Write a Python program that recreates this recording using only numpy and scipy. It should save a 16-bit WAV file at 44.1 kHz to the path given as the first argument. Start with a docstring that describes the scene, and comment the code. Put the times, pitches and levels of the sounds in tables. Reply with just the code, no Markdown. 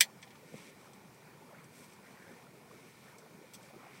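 """One sharp plastic click from a hand-held camera, close by on a quiet marsh shore at dusk.
Its shell snaps and rings; later come faint ticks, a soft bump and fingers brushing over it.
Small waves slosh and splash on the bank, with bubbles that ring and rise in pitch as they fade.
Low wind and a thin steady hiss lie behind it all."""
import sys
import numpy as np
from scipy import signal
from scipy.fft import rfft, irfft, next_fast_len
from scipy.io import wavfile
from scipy.ndimage import uniform_filter1d, map_coordinates

SR = 44100
rng = np.random.default_rng(int(sys.argv[2]) if len(sys.argv) > 2 else 0)


def wav_record(signal):
    """Record a signal, one row per channel, as 16-bit PCM in the file named by sys.argv[1]."""
    frames = np.transpose(np.atleast_2d(signal))
    bounded = np.clip(frames, -1, 1)
    # unit amplitude maps onto the largest positive 16-bit level
    quanta = np.round(bounded * 32767).astype(np.int16)
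    wavfile.write(sys.argv[1], SR, quanta)


N = 176400
T = np.arange(N) / SR


def clicks():
    """The plastic shell snaps, then rings briefly at many pitches at once."""
    # The shell's ringing tones. Each row: pitch in Hz, relative level in dB.
    shell_tones = [(1906, 0), (2014, -3), (2335, -5), (2551, -2), (2737, -3), (3246, -1), (3480, -1),
                   (4156, 0), (4422, -2), (5272, -2), (5641, -4), (6230, -4), (7308, 1), (7751, 0),
                   (8367, 1), (10600, 0), (11530, 0)]
    # The tone colour of a click. Each row: frequency in Hz, relative level in dB.
    crack_colour = [(300, -37), (500, -21), (700, -26), (980, -19), (1130, -28), (1400, -26), (1500, -14),
                    (1700, 0), (2050, 0), (2370, 3.5), (2700, -9.5), (2900, -3), (3350, 3.5), (3750, -6),
                    (5000, -3.5), (5700, -1.5), (6200, -1), (6700, -15.5), (7500, -3.5), (8400, -1.5),
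                    (9100, -8), (10000, -13.5), (11600, -8.5), (12800, -16), (15500, -9)]
    # Each row: start in seconds, level in dB, tilt in dB per octave, low and high edges in Hz.
    click_list = [(.003, -34, 4.5, 1500, 9500), (.0072, -14, 0, 300, 16500), (.219, -56, 4, 4000, 9520),
                  (.227, -48, -4.5, 1190, 9200), (.276, -61, -7, 1500, 9000), (.305, -56.5, -5, 1500, 8000),
                  (.355, -59, -4, 2200, 8000), (.933, -57.5, 3, 2000, 11000), (1.143, -61, 4, 4000, 14000),
                  (1.641, -55.5, 3, 6000, 10000), (1.934, -58, 5, 5000, 12000),
                  (3.183, -51, -2.5, 4900, 16000), (3.5354, -49, 3, 2100, 16500),
                  (3.542, -49, 2, 2300, 16500), (3.55, -48.5, -2.5, 4280, 16000),
                  (3.628, -57, 3, 3000, 10000), (3.65, -62, 2, 3000, 11000)]
    ring_s, snap_s, attack_s = 0.069, 0.016, 0.0005  # ring and snap: time to fade by 60 dB
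    out, t = np.zeros(N), np.arange(SR // 5) / SR
    hz, tone_db = np.transpose(shell_tones)[:, :, None]
    gains = amp(tone_db)
    ring_fade, snap_fade = amp(-60 * t / ring_s), amp(-5 - 60 * t / snap_s)
    for start, db, slope, low_hz, top_hz in click_list:
        tones = gains * np.sin(2 * np.pi * (hz * t + rng.random(hz.shape))) * ring_fade
        ring = tones.sum(0) / np.sqrt(np.sum(gains ** 2) / 2)
        crack = rng.standard_normal(len(t)) * (ring_fade + snap_fade)
        burst = even(crack + amp(-8) * ring)[:len(t) // 2]
        click = unit(filtered(burst, lambda f: amp(along(crack_colour, f) + tilt(f, slope))))
        click *= np.std(burst) * (1 - np.exp(-t[:len(click)] / attack_s))
        band = lambda f: 1 / np.sqrt(1 + (f / top_hz) ** 20 + (low_hz / (f + 1)) ** 10)
        add(out, start, amp(db) * filtered(click, band))
    return out


def bump():
    """A soft bump of the hand wakes only the low tones of the camera's body."""
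    # Each row: start in seconds, level in dB.
    touches = [(.521, -45), (0.5398, -34.5)]
    # Each row: pitch in Hz, relative level in dB, seconds to fade by 60 dB.
    body_tones = [(152, -7, .1), (210, -5.5, 0.086), (500, 2.5, 0.024), (640, -5, .018)]
    out, t = np.zeros(N), np.arange(SR // 4) / SR
    ring = sum(np.cos(2 * np.pi * hz * t) * amp(db - 60 * t / fade_s) for hz, db, fade_s in body_tones)
    attack_s, band_hz = 0.0012, [125, 653]
    for start, db in touches:
        add(out, start, amp(db) * ring * (1 - np.exp(-t / attack_s)))
    return signal.sosfilt(signal.butter(2, band_hz, "bandpass", fs=SR, output="sos"), out)


def fingers():
    """Fingers rub the shell in short, grainy strokes, their pressure slowly changing."""
    # Each row: start and length in seconds, level in dB, tilt in dB per octave.
    strokes = [(0.455, .085, -65, 0), (0.545, 0.15, -58.7, -1), (.77, .11, -68, 0.5),
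               (1.731, .12, -61.5, 3.5), (1.878, 0.047, -64, -0.5), (2.02, 0.41, -68, -1),
               (2.68, 0.44, -66, -1), (3.398, 0.15, -69, -3), (3.57, 0.13, -66.5, 0.5),
               (3.761, 0.19, -65.5, -7), (3.93, .08, -60, -2.5)]
    # The tone colour of rubbing. Each row: frequency in Hz, relative level in dB.
    rub_colour = [(700, -19), (1400, -1.5), (1620, -9), (1820, 3), (2000, 0), (2270, 10), (2480, 3),
                  (2680, -0.5), (3700, -2.5), (4900, -4.5), (5600, -0.5), (6900, -7), (8300, -1.5),
                  (10000, -11.5), (11600, -8), (13000, -18), (15500, -19)]
    rise_s, fall_s = 0.035, 0.022
    out, t = np.zeros(N), np.arange(SR) / SR - rise_s
    for start, length, db, slope in strokes:
        stroke = np.clip(.5 + .5 * t / rise_s, 0, 1) * np.exp(-np.maximum(t - length, 0) / fall_s)
        add(out, start - rise_s, amp(db) * stroke * noise(rub_colour, slope, size=SR))
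    grain_db, pressure_db = 1.8 * wobble(rate=600), 0.6 * wobble(rate=31)
    return out * unit(amp(grain_db + pressure_db))


def waves():
    """Each small wave swells and sinks on the bank: a wash of noise with bubbles in it."""
    # Each row: peak time, rise and fall in seconds, level in dB, centre in Hz, width in octaves.
    wave_list = [(.06, 0.058, 0.049, -60.5, 656, 0.64), (.6, 0.044, 0.14, -60, 278, 0.73),
                 (.86, 0.044, .025, -64, 904, 0.68), (1.295, 0.052, 0.04, -67, 1830, 0.33),
                 (1.53, 0.0069, 0.032, -59, 610, 0.56), (1.555, 0.02, 0.092, -62, 1620, .45),
                 (2.08, 0.044, 0.028, -63.5, 1730, 0.31), (2.14, .06, 0.06, -65.5, 600, 0.62),
                 (2.20, 0.038, 0.095, -60, 1675, 0.21), (2.295, 0.017, 0.04, -59.5, 430, 0.7),
                 (2.39, 0.027, .02, -68, 2030, 0.2), (2.55, 0.022, 0.02, -63.5, 463, 0.47),
                 (2.713, 0.014, 0.016, -64, 520, 0.76), (3.085, 0.019, 0.041, -62.5, 462, 0.73),
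                 (3.09, 0.026, 0.032, -64, 1490, 0.3), (3.405, 0.033, 0.046, -63, 472, 0.44),
                 (3.742, 0.014, 0.015, -61.5, 557, 0.53), (3.86, 0.045, 0.047, -59.3, 750, .7),
                 (3.89, 0.063, 0.059, -63, 2080, 0.43)]
    top_hz = 2580
    out, t = np.zeros(N), np.arange(SR) / SR - .5
    for peak, rise, fall, db, centre, octaves in wave_list:
        band = lambda hz: np.exp(-.5 * (np.log2((hz + 1) / centre) / octaves) ** 2)
        wash = unit(filtered(rng.standard_normal(SR), band))
        loudness = np.exp(-.5 * (t / np.where(t < 0, rise, fall)) ** 2)
        add(out, peak - .5, amp(db) * unit(wash + bubbles(centre, octaves)) * loudness)
    return filtered(out, lambda hz: 1 / np.sqrt(1 + (hz / top_hz) ** 20))


def bubbles(centre_hz, octaves):
    """One second of small bubbles, each rising in pitch as it dies away."""
    count, cycles = 130, 14.3
    start, spread, strength = rng.random((count, 3)).T[:, :, None]
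    hz = centre_hz * 2 ** (octaves * 1.506 * (2 * spread - 1))
    samples = np.arange(1024)
    age = hz * samples / SR / cycles
    chirp = np.sin(2 * np.pi * cycles * age * (1 + 0.087 * age))
    ring = amp(14 * strength) * chirp * np.exp(-3 * age) * (1 - np.exp(-14 * age))
    positions = (start * SR).astype(int) + samples
    return unit(np.bincount(positions.ravel(), ring.ravel(), SR)[:SR])  # adds up the bubbles


def plops():
    """Larger bubbles close in the lapping water and chirp briefly upward."""
    # Each row: start in seconds, level in dB, pitch in Hz.
    big_bubbles = [(.431, -47.5, 477), (.872, -52, 1250), (1.527, -53, 550), (1.988, -52, 950),
                   (2.153, -50.5, 1010), (2.468, -51, 1300), (2.567, -50, 380), (2.697, -49, 462),
                   (2.711, -46, 1080), (2.722, -52.5, 400), (2.829, -53, 356), (3.347, -53, 400),
                   (3.386, -51, 415), (3.441, -49, 484), (3.735, -50, 560), (3.818, -53, 990),
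                   (3.865, -48, 730)]
    cycles, pitch_rise = 5, 0.051  # in 5 cycles a plop fades to about a third and rises 5%
    out, t = np.zeros(N), np.arange(SR // 8) / SR
    for start, db, hz in big_bubbles:
        age = hz * t / cycles
        chirp = np.sin(2 * np.pi * hz * t * (1 + pitch_rise * age / 2))
        add(out, start, amp(db) * chirp * np.exp(-age) * (1 - np.exp(-hz * t)))
    return out


def gurgle():
    """Ripples along the bank keep making faint bubbles."""
    out = np.zeros(N)
    for second in range(N // SR):
        add(out, second, bubbles(centre_hz=699, octaves=0.708))
    return out * amp(-69.5 + 4.4 * wobble(rate=5.04))


def air():
    """Low wind and a thin hiss, both wavering slightly."""
    # Two tone colours. Each row: frequency in Hz, relative level in dB.
    wind_colour = [(25, -37), (48, -30.5), (63, -26.5), (80, -14), (100, -11.5), (128, -0.8), (165, -0.7),
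                   (220, -1.5), (295, -7), (370, -7), (500, -7.5), (610, -11.5), (740, -13), (900, -8.5),
                   (1100, -13), (1400, -29), (2000, -53)]
    hiss_colour = [(700, -26), (1000, -8), (1220, -5), (1450, 0), (1630, -7), (1810, 1), (1970, -5),
                   (2130, 0), (2430, 0.5), (2600, -6.5), (3000, -9), (5000, -10), (5800, -10), (6800, -13),
                   (8800, -11.5), (10500, -14.5), (15700, -16)]
    wind = patchy(noise(wind_colour), depth_db=1.5) * amp(-59.4 + 0.83 * wobble(rate=8.07))
    hiss = patchy(noise(hiss_colour), depth_db=1.1) * amp(-63.5 + 0.25 * wobble(rate=14.0))
    return wind + hiss


def amp(db):
    """Decibels to gain."""
    return 10 ** (np.asarray(db) / 20)


def unit(x):
    """Scale to rms 1."""
    return x / np.sqrt(np.mean(x ** 2) + 1e-20)


def along(points, hz):
    """(Hz, value) points read on a log axis."""
    f, v = np.transpose(points)
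    return np.interp(np.log(hz + 1), np.log(f + 1), v)


def wobble(rate):
    """A smooth random curve, rate knots a second."""
    return map_coordinates(rng.standard_normal(int(N * rate / SR) + 4), [T * rate])


def filtered(x, response):
    """x times a response of frequency."""
    m = next_fast_len(len(x) + 8192)
    return irfft(rfft(x, m) * response(np.fft.rfftfreq(m, 1 / SR)), m)[:len(x)]


def tilt(hz, db_per_octave):
    """A slope in dB that pivots in the treble."""
    return db_per_octave * np.log2(np.maximum(hz, 1000) / 5000)


def noise(spectrum, tilt_db=0, size=N):
    """Coloured noise of rms 1."""
    return unit(filtered(rng.standard_normal(size), lambda hz: amp(along(spectrum, hz) + tilt(hz, tilt_db))))


def patchy(x, depth_db):
    """Random patches of gain over time and frequency."""
    z = signal.stft(x, nperseg=512)[2]
    field = uniform_filter1d(uniform_filter1d(rng.standard_normal(z.shape), size=5, axis=0), size=10, axis=1)
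    return unit(signal.istft(z * amp(depth_db * unit(field)), nperseg=512)[1][:len(x)])


def add(out, s, x):
    """Mix x into out from time s."""
    i = int(round(s * SR))
    x = x[max(-i, 0):max(len(out) - i, 0)]
    out[max(i, 0):][:len(x)] += x


def even(x, size=120):
    """Flatten the broad colour of a burst; its decay, its level and its narrow modes stay."""
    z = rfft(x)
    flat = irfft(z / np.sqrt(np.abs(uniform_filter1d(np.abs(z) ** 2, size)) + 1e-20), len(x))
    return unit(flat) * np.std(x)


def scene():
    """Add all the sounds into one channel."""
    return (air() + waves() + gurgle() + plops() + fingers() + clicks() + bump())[None]


def record(dry):
    """Cut off the very highest treble."""
    return filtered(dry[0], lambda hz: hz < 15800)[None]


dry = scene()
out = record(dry)
wav_record(out)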